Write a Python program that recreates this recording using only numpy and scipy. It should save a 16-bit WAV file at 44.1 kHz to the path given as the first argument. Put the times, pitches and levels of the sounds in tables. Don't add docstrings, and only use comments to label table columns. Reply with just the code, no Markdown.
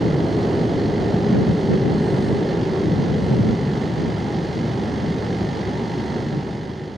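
import sys
import numpy as np
from scipy import signal
from scipy.fft import rfft, irfft, next_fast_len
from scipy.io import wavfile
from scipy.ndimage import uniform_filter1d, map_coordinates

SR = 44100
rng = np.random.default_rng(int(sys.argv[2]) if len(sys.argv) > 2 else 0)


def output_pcm(signal):
    pcm = np.clip(np.atleast_2d(signal).T, -1, 1) * 32767
    wavfile.write(sys.argv[1], SR, np.round(pcm).astype(np.int16))


N = 307377
TIME = np.arange(N) / SR
FREQ = np.maximum(np.fft.rfftfreq(2 * next_fast_len(N // 2 + 1), 1 / SR), 1)


def undb(db):
    return 10 ** (np.asarray(db) / 20)


def unit(x):
    return x / np.sqrt(np.mean(x ** 2))


def over_time(rows):
    return np.interp(TIME, *np.transpose(rows))


def over_frequency(rows):
    hz, value = np.transpose(rows)
    return np.interp(np.log(FREQ), np.log(hz), value)


def colour(rows):
    outside = np.minimum(FREQ / rows[0][0], 1) * np.minimum(rows[-1][0] / FREQ, 1)
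    return undb(over_frequency(rows)) * outside ** 4


def resonance(hz, width_hz):
    return 1 / (1 + 1j * (FREQ ** 2 - hz ** 2) / (FREQ * width_hz))


def filtered(x, response):
    return irfft(rfft(x, 2 * (len(FREQ) - 1)) * response)[..., :N]


def noise(stereo=False):
    return rng.standard_normal((2, N) if stereo else N)


def wander(rate_hz):
    return unit(filtered(noise(), 1 / (1 + (FREQ / rate_hz) ** 2) ** 2))


def envelope(start_s, length_s, rise_s, fall_s):
    return np.clip(np.minimum((TIME - start_s) / rise_s, (start_s + length_s - TIME) / fall_s), 0, 1)


def swells(rows, rise_s, fall_s):
    return sum(undb(db) * envelope(start, length, rise_s, fall_s) for start, length, db in rows)


def hiss():
    # (frequency [Hz], level [dB])
    hiss_colour = [(2000, 2), (6000, 2.5), (7700, -4.5), (8500, 1), (9500, -5.5), (10500, -19),
                   (13000, -15), (15500, -19)]
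    fizz_colour = [(5500, -14.5), (8000, 7), (9200, 3), (10800, -13), (14000, -15)]
    # (start [s], length [s], level [dB])
    fizzes = [(0.18, 0.65, -68), (1.42, 0.4, -69), (1.93, 0.55, -60.5), (3.1, 0.45, -67)]
    steady = unit(filtered(noise(stereo=True) + noise(), colour(hiss_colour)))
    fizz = unit(filtered(noise(stereo=True) + noise(), colour(fizz_colour)))
    return steady * undb(-58.5) + fizz * swells(fizzes, rise_s=0.11, fall_s=0.2)


def ringing(x, modes):
    body = sum(undb(db) * resonance(hz, width) for hz, width, db in modes)
    band = colour([(modes[0][0], 0), (modes[-1][0], 0)]) ** 2
    return unit(filtered(x, body * band))


def bearing(phase, pressure, turn_samples):
    # (pitch [Hz], width [Hz], level [dB])
    part_modes = [(2785, 30, -6.5), (2974, 26, -3.5), (3090, 42, -0.5), (3282, 60, -2.5), (3350, 70, -5),
                  (3635, 22, -2), (3790, 30, -4), (4130, 60, 0), (4205, 50, -2), (4340, 50, -4.5),
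                  (4405, 60, -2), (4660, 140, -6), (4898, 20, -0.5), (5315, 18, -5), (5440, 30, -7),
                  (6490, 50, -11)]
    # (frequency [Hz], level [dB])
    rasp_colour = [(1400, -44), (1700, 6.5), (2080, 2.5), (2250, -2), (2650, -1), (2850, 0.5), (3400, -0.8),
                   (4000, -2.5), (4250, -8.5), (4750, -5), (5150, -8), (6700, -10), (7600, -20),
                   (10500, -31)]
    shimmer_colour = [(3950, -28), (4120, 0), (4260, -1), (4420, 0), (4580, -26)]
    # (start [s], length [s], level [dB])
    flares = [(0.28, 0.17, -55), (0.72, 0.18, -55), (1.55, 0.16, -55), (1.89, 0.25, -52),
              (2.46, 0.11, -54.5), (3.24, 0.17, -58), (4.44, 0.094, -53)]
    track = rng.standard_normal(turn_samples)
    repeating = map_coordinates(track, [phase * turn_samples], mode="grid-wrap")
    rub = unit(pressure * (noise() + 0.51 * repeating))
    parts = ringing(rub, part_modes) * undb(-51)
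    rasp = unit(filtered(rub, colour(rasp_colour))) * undb(-45.5)
    shimmer = unit(filtered(pressure * noise(), colour(shimmer_colour)))
    shimmer *= undb(-60) + swells(flares, rise_s=0.039, fall_s=0.039)
    return parts + rasp + shimmer * undb(1.5 * wander(14))


def motor(turns_per_s=49.0, jitter_s=0.00011, scatter_db=0.5, decay_turns=0.098, throb_db=1.03):
    # (pitch [Hz], width [Hz], level [dB])
    casing_modes = [(1372, 14, -6), (1627, 11, -1), (1665, 11, 2), (1715, 11, -5), (1738, 12, -2),
                    (1779, 16, -6), (1813, 9, 4.5), (1847, 16, -5), (1885, 12, -1.5), (1912, 11, -0.5),
                    (1972, 16, -1.5), (1994, 12, 1), (2018, 14, -4), (2050, 14, -2), (2068, 16, -4),
                    (2118, 22, -6)]
    turns = np.cumsum(turns_per_s * (1 + 0.0015 * wander(1.0))) / SR
    knock_times = np.interp(np.arange(1, int(turns[-1])), turns, TIME)
    lateness, strength = rng.standard_normal((len(knock_times), 2)).T
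    knock_samples = np.clip((knock_times + jitter_s * lateness) * SR, 0, N - 1).astype(int)
    knocks = unit(np.bincount(knock_samples, undb(scatter_db * strength), N))
    phase = turns % 1
    pressure = 0.69 + uniform_filter1d(np.exp(-phase / decay_turns), size=150)
    pressure *= undb(0.61 * wander(30) + throb_db * np.sin(2 * np.pi * phase))
    rubbing = bearing(phase, pressure, int(SR / turns_per_s))
    casing = ringing(knocks + unit(pressure * noise()), casing_modes) * undb(-44)
    return casing * undb([[-1.2], [0.9]]) + rubbing * undb([[-0.3], [0.2]])


def wind(sink_db_per_s=1.0):
    # (start [s], length [s], strength [dB])
    gusts = [(0.014, 0.12, -29.5), (0.802, 0.36, -33.5), (1.303, 0.16, -25), (1.461, 0.085, -25.5),
             (1.68, 0.11, -22), (1.81, 0.17, -28.5), (2.098, 0.37, -31), (2.832, 0.47, -31),
             (3.269, 0.298, -26.5), (3.958, 0.18, -31), (4.996, 0.12, -35), (6.306, 0.098, -31)]
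    # (frequency [Hz], level [dB])
    buffet_colour = [(22, -29), (43, -18.5), (65, -2.5), (100, -2), (150, -3), (250, -2.5), (400, -12),
                     (700, -35.5), (1400, -40)]
    flutter_colour = [(140, -8), (260, -3.5), (400, 5.5), (600, -8.5), (900, -24), (1400, -22), (3000, -34)]
    breeze = undb(-34.5 - sink_db_per_s * TIME)
    force = np.maximum(swells(gusts, rise_s=0.026, fall_s=0.041), breeze) * undb(0.89 * wander(24))
    buffet = unit(filtered(noise(stereo=True), colour(buffet_colour))) * undb(4)
    flutter = unit(filtered(noise(stereo=True), colour(flutter_colour))) * undb(11)
    return buffet * force + flutter * force ** 1.544


def far_noise(response):
    # (frequency [Hz], likeness [1 or more = same, -1 = opposite])
    likeness_rows = [(30, 1.5), (70, 1.1), (150, 1), (400, 1), (620, 0.8), (850, 0.6), (1150, 0.07),
                     (1450, 0.43), (2000, -0.6), (5000, 2)]
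    # (frequency [Hz], left minus right [dB])
    lean_rows = [(60, 0.5), (140, 0.5), (400, -0.5), (620, -2.5), (850, -5.5), (1400, -6.5), (2500, -11.5),
                 (6000, -6.5)]
    likeness = np.clip(over_frequency(likeness_rows), -1, 1)
    white = rng.standard_normal((2, len(FREQ))) + 1j * rng.standard_normal((2, len(FREQ)))
    mid, side = white * response * np.sqrt([1 + likeness, 1 - likeness])
    lean_db = over_frequency(lean_rows) / 2
    pair = irfft(np.array([mid + side, mid - side]) * undb([lean_db, -lean_db]))[:, :N]
    return pair / np.std(pair.mean(axis=0))


def evened(pair, steadiness):
    power = uniform_filter1d(pair.mean(axis=0) ** 2, size=2000)
    pair = pair / np.maximum(power, 1e-6) ** (steadiness / 2)
    return pair / np.std(pair.mean(axis=0))


def far_tone(hz, width_hz):
    return evened(far_noise(resonance(hz, width_hz) ** 2), steadiness=0.71)


def turbine_whine(hz, waver_hz=2.22, flicker_db=2):
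    phase = 2 * np.pi * np.cumsum(hz + waver_hz * wander(20)) / SR
    return unit(np.sin(phase) * undb(flicker_db * wander(22))) * undb([[-2], [2]])


def engine_tones():
    # (pitch [Hz], width [Hz], level [dB])
    hum_rows = [(76.7, 13, -41), (390.3, 64, -39), (924, 14, -52)]
    # (start [s], length [s], pitch [Hz], width [Hz], level [dB])
    howl_rows = [(0.0, 1.5, 693, 140, -39), (0.0, 0.98, 249, 80, -32), (0.33, 1.2, 402.8, 28, -29.3),
                 (0.6, 2.1, 540, 90, -40), (1.396, 1.59, 387.6, 34, -28.5), (2.3, 1.02, 471, 80, -37),
                 (5.5, 1.46, 371.6, 70.4, -33.5), (5.42, 0.8, 826, 45, -44.5)]
    whine_hz = {"low": 759, "middle": 819, "high": 926}
    # (start [s], length [s], name, level [dB])
    whine_rows = [(4.15, 0.35, "low", -47), (4.22, 0.24, "middle", -41.5), (5.72, 0.29, "high", -43.5),
                  (5.98, 0.25, "high", -42.5), (6.27, 0.38, "high", -47.5), (6.3, 0.6, "middle", -46)]
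    hums = sum(far_tone(hz, width) * undb(db) for hz, width, db in hum_rows)
    howls = sum(far_tone(hz, width) * undb(db) * envelope(start, length, 0.13, 0.13)
                for start, length, hz, width, db in howl_rows)
    whines = sum(turbine_whine(whine_hz[name]) * undb(db) * envelope(start, length, 0.041, 0.08)
                 for start, length, name, db in whine_rows)
    return hums + howls + whines


def exhaust_surges():
    # (start [s], length [s], level [dB])
    surges = [(0.038, 0.22, -26), (1.115, 0.11, -19), (1.248, 0.16, -19), (1.445, 0.13, -18.5),
              (1.717, 0.23, -23), (1.94, 0.13, -20), (2.073, 0.25, -24), (2.845, 0.24, -22.5),
              (3.076, 0.16, -22.5), (3.293, 0.25, -20.5), (3.664, 0.27, -25), (4.002, 0.18, -27.5),
              (5.02, 0.15, -27.5), (6.196, 0.25, -25)]
    # (frequency [Hz], level [dB])
    surge_colour = [(85, -16.5), (110, -6), (135, 2), (175, 1), (215, -0.5), (255, -6.5), (330, -12.5)]
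    low_noise = evened(far_noise(colour(surge_colour)), steadiness=0.54)
    return low_noise * swells(surges, rise_s=0.023, fall_s=0.029)


def jet_exhaust(rumble_sink_db_per_s=0.49, rush_sink_db_per_s=0.375):
    # (frequency [Hz], level [dB])
    rumble_colour = [(22, -33.5), (32, -20.5), (41, -15.5), (53, -15), (68, -12.5), (86, -10), (104, 0),
                     (132, 1.5), (160, 1), (205, .5), (250, -3.5), (300, -8.5), (390, -33.5)]
    roar_colour = [(200, -30.5), (260, -11.5), (300, -1.5), (345, -2), (385, -1.5), (440, -3.5), (500, -8),
                   (570, -11), (680, -20.5), (900, -57)]
    rush_colour = [(450, 1), (580, -2), (660, -1.5), (740, 1.5), (830, 0), (930, -3), (1030, -7),
                   (1200, -9.5), (1450, -11.5), (2200, -23.5), (3500, -25), (7000, -39)]
    # (time [s], level [dB])
    roar_level = [(0, -24), (2.0, -26), (2.85, -26), (3.0, -28.5), (3.48, -27), (3.65, -29), (4.3, -30),
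                  (5.25, -31.5), (5.45, -29.5), (5.9, -32.5), (6.5, -31)]
    rumble = far_noise(colour(rumble_colour))
    rumble *= undb(-22.5 - rumble_sink_db_per_s * TIME + 0.41 * wander(15))
    roar = far_noise(colour(roar_colour))
    roar *= undb(over_time(roar_level) + 0.59 * wander(21))
    rush = far_noise(colour(rush_colour))
    rush *= undb(-33 - rush_sink_db_per_s * TIME + 0.93 * wander(28))
    return rumble + roar + rush


def scene():
    return exhaust_surges() + jet_exhaust() + engine_tones() + wind() + motor() + hiss()


def record(dry, edge_s=0.01, top_hz=15720):
    # (time [s], level [dB])
    closing_fade = [(6.17, 0), (6.31, -2.5), (6.55, -4), (6.97, -8)]
    fade = envelope(0, N / SR, edge_s, edge_s) * undb(over_time(closing_fade))
    treble_cut = signal.ellip(10, 0.1, 80, top_hz, fs=SR, output="sos")
    return signal.sosfilt(treble_cut, dry * fade)


dry = scene()
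out = record(dry)
output_pcm(out)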